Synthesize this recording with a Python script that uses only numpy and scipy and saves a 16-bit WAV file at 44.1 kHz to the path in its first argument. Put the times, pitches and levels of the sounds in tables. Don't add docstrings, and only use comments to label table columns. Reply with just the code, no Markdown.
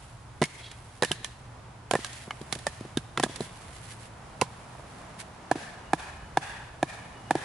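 import sys
import numpy as np
from scipy import signal
from scipy.fft import rfft, irfft, next_fast_len
from scipy.io import wavfile
from scipy.ndimage import map_coordinates

SR = 44100
rng = np.random.default_rng(int(sys.argv[2]) if len(sys.argv) > 2 else 0)


def output_pcm(signal):
    pcm = np.clip(np.atleast_2d(signal).T, -1, 1) * 32767
    wavfile.write(sys.argv[1], SR, np.round(pcm).astype(np.int16))


N = 328104

# start_s, rumble_db, drone_db, tyres_db
ROAD_LEVELS = [(0, -52.5, -49, -52), (.8, -55.5, -52, -52.5), (2.2, -55.5, -52.5, -50.5),
               (3, -52.5, -49.5, -49.5), (4.8, -56.5, -52.5, -48), (5.6, -55.5, -58, -46.5),
               (6.3, -49.5, -53.5, -49.5), (7.44, -58, -51, -47)]
# frequency_hz, level_db_per_hz
RUMBLE_COLOUR = [(15, -5), (30, 5.5), (62, 15), (90, 15), (130, -64)]
DRONE_COLOUR = [(70, -23), (95, -11.5), (115, 1), (145, -10), (200, -42.5)]
TYRE_COLOUR = [(88, -26), (150, 0.5), (368, -7.5), (425, -7.5), (547, -6.5), (704, -4), (955, -4),
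               (2430, -16.5), (3550, -21), (3950, -22), (11000, -29), (14300, -58), (22000, -120)]
# frequency_hz, likeness (no unit)
LEFT_RIGHT_LIKENESS = [(60, 1), (170, 0.96), (500, 0.64), (1430, 0.44), (4100, 0.19), (11800, 0.029)]

# start_s, rustle_db
CLOTH_LEVELS = [(0, -53.5), (.3, -66), (.55, -54), (1.3, -59), (1.85, -87), (2.0, -52), (2.2, -45),
                (2.3, -56.5), (2.6, -50), (3.15, -65), (3.35, -59), (3.6, -50), (3.85, -47.5), (4.1, -67.5),
                (4.5, -59), (5.0, -56), (5.5, -67), (7.44, -61)]
# frequency_hz, level_db_per_hz
RUSTLE_COLOUR = [(700, -63), (1500, 2.5), (3000, -0.5), (6000, -5.5), (10000, -1.5), (12000, -3)]
# peak_s, peak_db, half_length_s
GLOVE_BRUSHES = [(3.43, -43, 0.034), (3.921, -47.5, 0.026), (4.033, -50.5, 0.045), (5.208, -37, 0.016)]

# start_s, ring_db, thud_db, knock_db, clack_db, crack_db,
# ring_hz, knock_hz, clack_hz, echo_gain_db
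LOG_KNOCKS = [(0.4159, -27, -11, -19, -34, -23, 1900, 527, 4230, -27),
              (0.4201, -20, -15, -11, -27, -23.5, 2015, 694, 3370, -32),
              (0.4273, -30, -17.5, -26, -34, -22, 2220, 522, 4300, -31),
              (0.4376, -21.5, -45, -47, -26.5, -16.5, 2160, 1050, 2730, -26.5),
              (1.0221, -21.5, -17, -14.5, -16, -18, 1873, 560, 3930, -28),
              (1.0313, -17.5, -29, -14.5, -27, -16.5, 1725, 500, 3240, -27.5),
              (1.0467, -26, -30, -42, -25, -18, 1795, 961, 3020, -35),
              (1.115, -26, -33, -46, -14.5, -15, 1676, 660, 3060, -45),
              (1.2441, -30, -55, -47, -30, -19, 1767, 960, 3160, -34),
              (1.91, -26.5, -29.5, -13, -28, -15, 1574, 712, 3310, -22.5),
              (1.9346, -23, -24, -12, -31, -22.5, 1696, 542, 2900, -30),
              (1.9518, -20.5, -20, -13.5, -43, -23.5, 1800, 523, 2540, -23.5),
              (2.045, -31.5, -64, -56, -59, -20.5, 1590, 845, 4450, -28),
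              (2.3066, -30.5, -41, -21, -29, -35, 2150, 1170, 2990, -36),
              (2.5244, -35, -29.5, -26.5, -22, -17.5, 2110, 775, 3910, -31),
              (2.6665, -21, -23, -13, -42, -17.5, 1790, 585, 2680, -29.5),
              (2.9712, -29, -14.5, -30, -22, -21, 1620, 506, 3650, -36),
              (3.1736, -35, -27, -15.5, -22, -22, 1660, 1355, 3500, -46),
              (3.1966, -30, -20, -18, -25, -19.5, 1860, 697, 2570, -40),
              (3.234, -18.5, -16.5, -15, -24, -25, 1700, 716, 3570, -31),
              (3.2371, -31, -21, -25, -26, -20, 1760, 657, 3500, -21),
              (3.4054, -56, -18.5, -28.5, -30.5, -28, 1790, 506, 3950, -35),
              (4.4123, -34, -46, -20, -19.5, -14, 1980, 1090, 2630, -42),
              (4.4167, -16.5, -15, -13.5, -21, -30, 1013, 511, 2080, -49)]
# pitch, level_db, fade_by_60_db_s;
# thud pitch is in Hz, the others are multiples of the pitch of the contact
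LOG_MODES = [
    [(0.998, 7.5, 0.05), (0.776, -2.5, 0.021), (1.4, -4, 0.032)],
    [(156.7, -7.5, 0.06), (223, -2, 0.03), (330.5, 1, 0.014)],
    [(.72, -2.5, 0.018), (1, 2, 0.022), (1.45, -1.5, 0.018), (1.9, -11, 0.044)],
    [(.88, -1, 0.023), (1, 10, 0.013), (1.2, -2, 0.018)],
]
BILLET_MODES = [
    [(1, 5.5, 0.024), (1.41, -2, 0.018)],
    [(147, -4, 0.043), (316, 4.5, 0.026)],
    [(.68, -12, 0.018), (1, -1.5, .015), (1.3, -17, 0.038), (1.8, -23.5, 0.02)],
    [(.82, -1.5, 0.015), (1, 3, 0.016)],
]
# frequency_hz, level_db
SPLINTER_COLOUR = [(1000, -3.5), (3000, 2.5), (6000, -0.5), (9000, -1), (12000, -3)]
# frequency_hz, level_db
TREE_COLOUR = [(150, -34), (400, -11), (800, -8.5), (2000, 5.5), (4000, 5), (11000, 3.5)]

# start_s, crack_db
CHIP_TICKS = [(0.4521, -30), (0.712, -33.5), (2.063, -33), (2.128, -31.5), (2.412, -37.5), (2.527, -25.5),
              (2.549, -28), (2.586, -33), (2.804, -42), (3.2254, -24), (3.2328, -15), (3.357, -27)]
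# start_s, knock_db, thud_db
SOFT_THUDS = [(1.11, -24.5, -22), (1.205, -59, -42), (1.988, -36, -29), (2.276, -41, -32.5),
              (2.413, -40, -27.5), (2.557, -35, -31), (2.809, -46, -25.5), (2.85, -45, -30),
              (3.18, -35, -22.5), (3.261, -28.5, -25.5), (3.294, -37, -31), (4.75, -37, -44),
              (4.793, -36.5, -56)]

# start_s, level_db
SQUEAK_LEVELS = [(0.562, -67), (.65, -46), (.71, -52), (.77, -66)]
# centre_hz, width_hz, level_db
SQUEAK_PEAKS = [(2927, 70, -30), (3340, 71, -7), (3830, 360, -15)]

# start_s, thud_db, knock_db, clack_db, echo_gain_db
BILLET_TAPS = [(5.5124, -19.5, -9.5, -34, -17.5), (5.555, -24, -31, -52, -23), (5.932, -17, -9, -32, -18.5),
               (6.3708, -19, -8.5, -25, -17), (6.8275, -17, -11, -35.5, -17.5),
               (7.3072, -18, -8.5, -27, -18), (7.352, -16.5, -19, -48, -13)]
# start_s, end_s, pitch_hz, level_db
BIRD_CALLS = [(5.72, 5.92, 2870, -61), (6.076, 6.32, 2950, -63), (6.996, 7.315, 2910, -63)]

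KNOCK_MS, KNOCK_PAN_DB = 2.3, -2.5
TICK_MS, THUD_MS, SMALL_PAN_DB = 4.3, 2.7, -4.5
TAP_MS, TAP_PAN_DB = 2.55, -2
PAN_SCATTER_DB = 2.5
SMALL_RING_HZ, SMALL_KNOCK_HZ, SMALL_CLACK_HZ = 1810, 656, 3450
TAP_RING_HZ, TAP_KNOCK_HZ, TAP_CLACK_HZ = 1704, 758, 3515
TICK_RING_DB, TICK_CLACK_DB = -14.5, -13.5
TAP_RING_DB, TAP_CRACK_DB = -8.5, -12.5
MUTE_DB = -120
ECHO_GAP_S, ECHO_RISE_S, ECHO_FADE_S, ECHO_LENGTH_S = 0.047, 0.012, 0.26, 0.55
ECHO_DB = 5.5
ECHO_WAVER_DB = 1.4
ECHO_CRACK = 3.6
TOP_HZ = 11050


def amp(db):
    return 10 ** (np.asarray(db) / 20)


def unit(x):
    return x / np.sqrt(np.mean(x ** 2) + 1e-20)


def along(points, hz):
    f, v = np.transpose(points)
    return np.interp(np.log(hz + 1), np.log(f + 1), v)


def curves(rows):
    s, *columns = np.transpose(rows)
    return [np.interp(np.arange(N) / SR, s, column) for column in columns]


def inside(start, end):
    t = np.arange(N) / SR
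    return np.clip(np.minimum(t - start, end - t) / 0.012, 0, 1)


def wobble(rate):
    points = rng.standard_normal(int(N * rate / SR) + 4)
    return map_coordinates(points, [np.arange(N) * rate / SR])


def filtered(x, response):
    m = next_fast_len(x.shape[-1] + 4096)
    spectrum = rfft(x, m) * response(np.fft.rfftfreq(m, 1 / SR))
    return irfft(spectrum, m)[..., :x.shape[-1]]


def rush(pair, spectrum):
    def mid_side(hz):
        turn = np.arccos(np.clip(along(LEFT_RIGHT_LIKENESS, hz), -1, 1)) / 2
        return amp(along(spectrum, hz)) * [np.cos(turn), np.sin(turn)]

    mid, side = filtered(pair, mid_side)
    return unit(np.array([mid + side, mid - side]))


def road():
    out = np.zeros((2, N))
    for db, colour in zip(curves(ROAD_LEVELS), (RUMBLE_COLOUR, DRONE_COLOUR, TYRE_COLOUR)):
        noise = rush(rng.standard_normal((2, N)), colour)
        out += amp(db + 0.62 * wobble(6)) * noise
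    return out * amp([[-.4], [.4]])


def cloth():
    t = np.arange(N) / SR
    level = amp(curves(CLOTH_LEVELS)[0])
    for s, db, half in GLOVE_BRUSHES:
        level += amp(db) * np.exp(-((t - s) / half) ** 2)
    clumps = amp(2.2 * wobble(420) + 1.4 * wobble(30))
    grains = rng.standard_normal((2, N)) * clumps
    return level * rush(grains, RUSTLE_COLOUR) * amp([[-1.5], [1.5]])


def splinter(t, contact):
    noise = rng.standard_normal((4, len(t)))
    spikes = (noise[0] + 2.0 * noise[1:3]) * amp(4.14 * noise[3])
    spikes[:, round(.75 * contact * SR)] += 22
    burst = (t / contact) ** 2.24 * np.exp(-(t / contact) ** 2)
    tail = amp(-16 - 60 * t / 0.11) * (1 - np.exp(-t / contact))
    return (burst + tail) * unit(filtered(spikes, lambda hz: amp(along(SPLINTER_COLOUR, hz))))


def knock(modes, levels_db, ring_hz, knock_hz, clack_hz, pan_db, contact):
    t = np.arange(SR // 8) / SR
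    side = pan_db * np.array([[.5], [-.5]])
    rough = 0.77 + np.exp(-(t / (1.29 * contact)) ** 2)
    build_up = 1 - np.exp(-(t / (0.6 * contact)) ** 2)
    scales = (ring_hz, 1, knock_hz, clack_hz)
    sidedness = (1.0, 0.12, 0.84, 0.75)
    sound = np.zeros((2, len(t)))
    for group, db, scale, sided in zip(modes, levels_db, scales, sidedness):
        ring = 0
        for pitch, level, t60 in group:
            hz = pitch * scale
            slip = np.cumsum(rough * rng.standard_normal(len(t))) * np.sqrt(hz) * 0.002
            fade = amp(level - 60 * np.maximum(t - contact, 0) / t60)
            ring = ring + fade * np.sin(2 * np.pi * hz * t + slip)
        ring *= build_up
        sound += amp(db + sided * side) * ring / np.abs(ring).max()
    front = sound[:1] * np.exp(-t / 0.0029)
    sound += amp(levels_db[4] + side) * splinter(t, contact)
    low_cut = signal.butter(3, 105, "high", fs=SR, output="sos")
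    return signal.sosfilt(low_cut, sound), front


def tree_echo(front, crack_db, echo_db):
    t = np.arange(int(ECHO_LENGTH_S * SR)) / SR
    shape = amp(ECHO_DB) * np.exp(-(t / ECHO_FADE_S) ** 2)
    shape /= 1 + np.exp((ECHO_GAP_S - t) / ECHO_RISE_S * 2)
    scatter = rush(rng.standard_normal((2, len(t))), TREE_COLOUR)
    wooden = signal.fftconvolve(front, scatter, axes=1)[:, :len(t)]
    scatter = wooden + ECHO_CRACK * amp(crack_db) * scatter[:, ::-1]
    treble = filtered(scatter, lambda hz: 1 / (1 + (4500 / (hz + 1)) ** 4))
    scatter -= treble * (1 - amp(-60 * t / 1.65))
    return amp(echo_db) * shape * scatter / np.sqrt(SR / 400)


def wood(contacts, modes, pan_db, ms):
    out, echoes = np.zeros((2, 2, N + SR))
    for s, levels_db, ring_hz, knock_hz, clack_hz, echo_db in contacts:
        side_db = pan_db + PAN_SCATTER_DB * rng.standard_normal()
        hit, front = knock(modes, levels_db, ring_hz, knock_hz, clack_hz, side_db, ms / 1000)
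        echo = tree_echo(front, levels_db[4], echo_db)
        start = round(s * SR)
        out[:, start:][:, :hit.shape[1]] += hit
        echoes[:, start:][:, :echo.shape[1]] += echo
    waver = amp(ECHO_WAVER_DB * (wobble(70) + 0.62 * wobble(15)))
    return out[:, :N] + echoes[:, :N] * waver


def logs():
    contacts = [(row[0], row[1:6], *row[6:]) for row in LOG_KNOCKS]
    return wood(contacts, LOG_MODES, KNOCK_PAN_DB, KNOCK_MS)


def small_contacts():
    out = np.zeros((2, N + SR))
    hits = []
    for s, crack_db in CHIP_TICKS:
        levels_db = (crack_db + TICK_RING_DB, MUTE_DB, MUTE_DB, crack_db + TICK_CLACK_DB, crack_db)
        hits.append((s, levels_db, TICK_MS))
    for s, knock_db, thud_db in SOFT_THUDS:
        hits.append((s, (MUTE_DB, thud_db, knock_db, MUTE_DB, MUTE_DB), THUD_MS))
    for s, levels_db, ms in hits:
        side_db = SMALL_PAN_DB + PAN_SCATTER_DB * rng.standard_normal()
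        hit, _ = knock(LOG_MODES, levels_db, SMALL_RING_HZ, SMALL_KNOCK_HZ, SMALL_CLACK_HZ,
                       side_db, ms / 1000)
        out[:, round(s * SR):][:, :hit.shape[1]] += hit
    return out[:, :N]


def squeak():
    def peaks(f):
        return sum(amp(db) * 1j * f * width / (centre * centre - f * f + 1j * f * width)
                   for centre, width, db in SQUEAK_PEAKS)

    rough = rng.standard_normal(N) * amp(2.3 * wobble(81.3))
    tone = unit(filtered(rough, peaks))
    gate = inside(SQUEAK_LEVELS[0][0], SQUEAK_LEVELS[-1][0])
    return amp(curves(SQUEAK_LEVELS)[0]) * gate * tone * amp([[-1.2], [1.2]])


def billet():
    contacts = []
    for s, thud_db, knock_db, clack_db, echo_db in BILLET_TAPS:
        levels_db = (knock_db + TAP_RING_DB, thud_db, knock_db, clack_db, knock_db + TAP_CRACK_DB)
        contacts.append((s, levels_db, TAP_RING_HZ, TAP_KNOCK_HZ, TAP_CLACK_HZ, echo_db))
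    return wood(contacts, BILLET_MODES, TAP_PAN_DB, TAP_MS)


def bird():
    t = np.arange(N) / SR
    out = np.zeros(N)
    for start, end, hz, db in BIRD_CALLS:
        level = amp(db + 3.2 * wobble(22)) * inside(start, end)
        out += level * np.sin(2 * np.pi * hz * t + 0.98 * wobble(30))
    return out


def scene():
    return road() + cloth() + logs() + small_contacts() + squeak() + billet() + bird()


def record(dry):
    rounded = dry / (1 + np.abs(dry / .62) ** 3) ** (1 / 3)
    edge = [(TOP_HZ, 0), (TOP_HZ + 200, -26), (12300, -34), (13000, -60), (16000, -70)]  # Hz, dB
    return filtered(rounded, lambda hz: amp(along(edge, hz)))


dry = scene()
out = record(dry)
output_pcm(out)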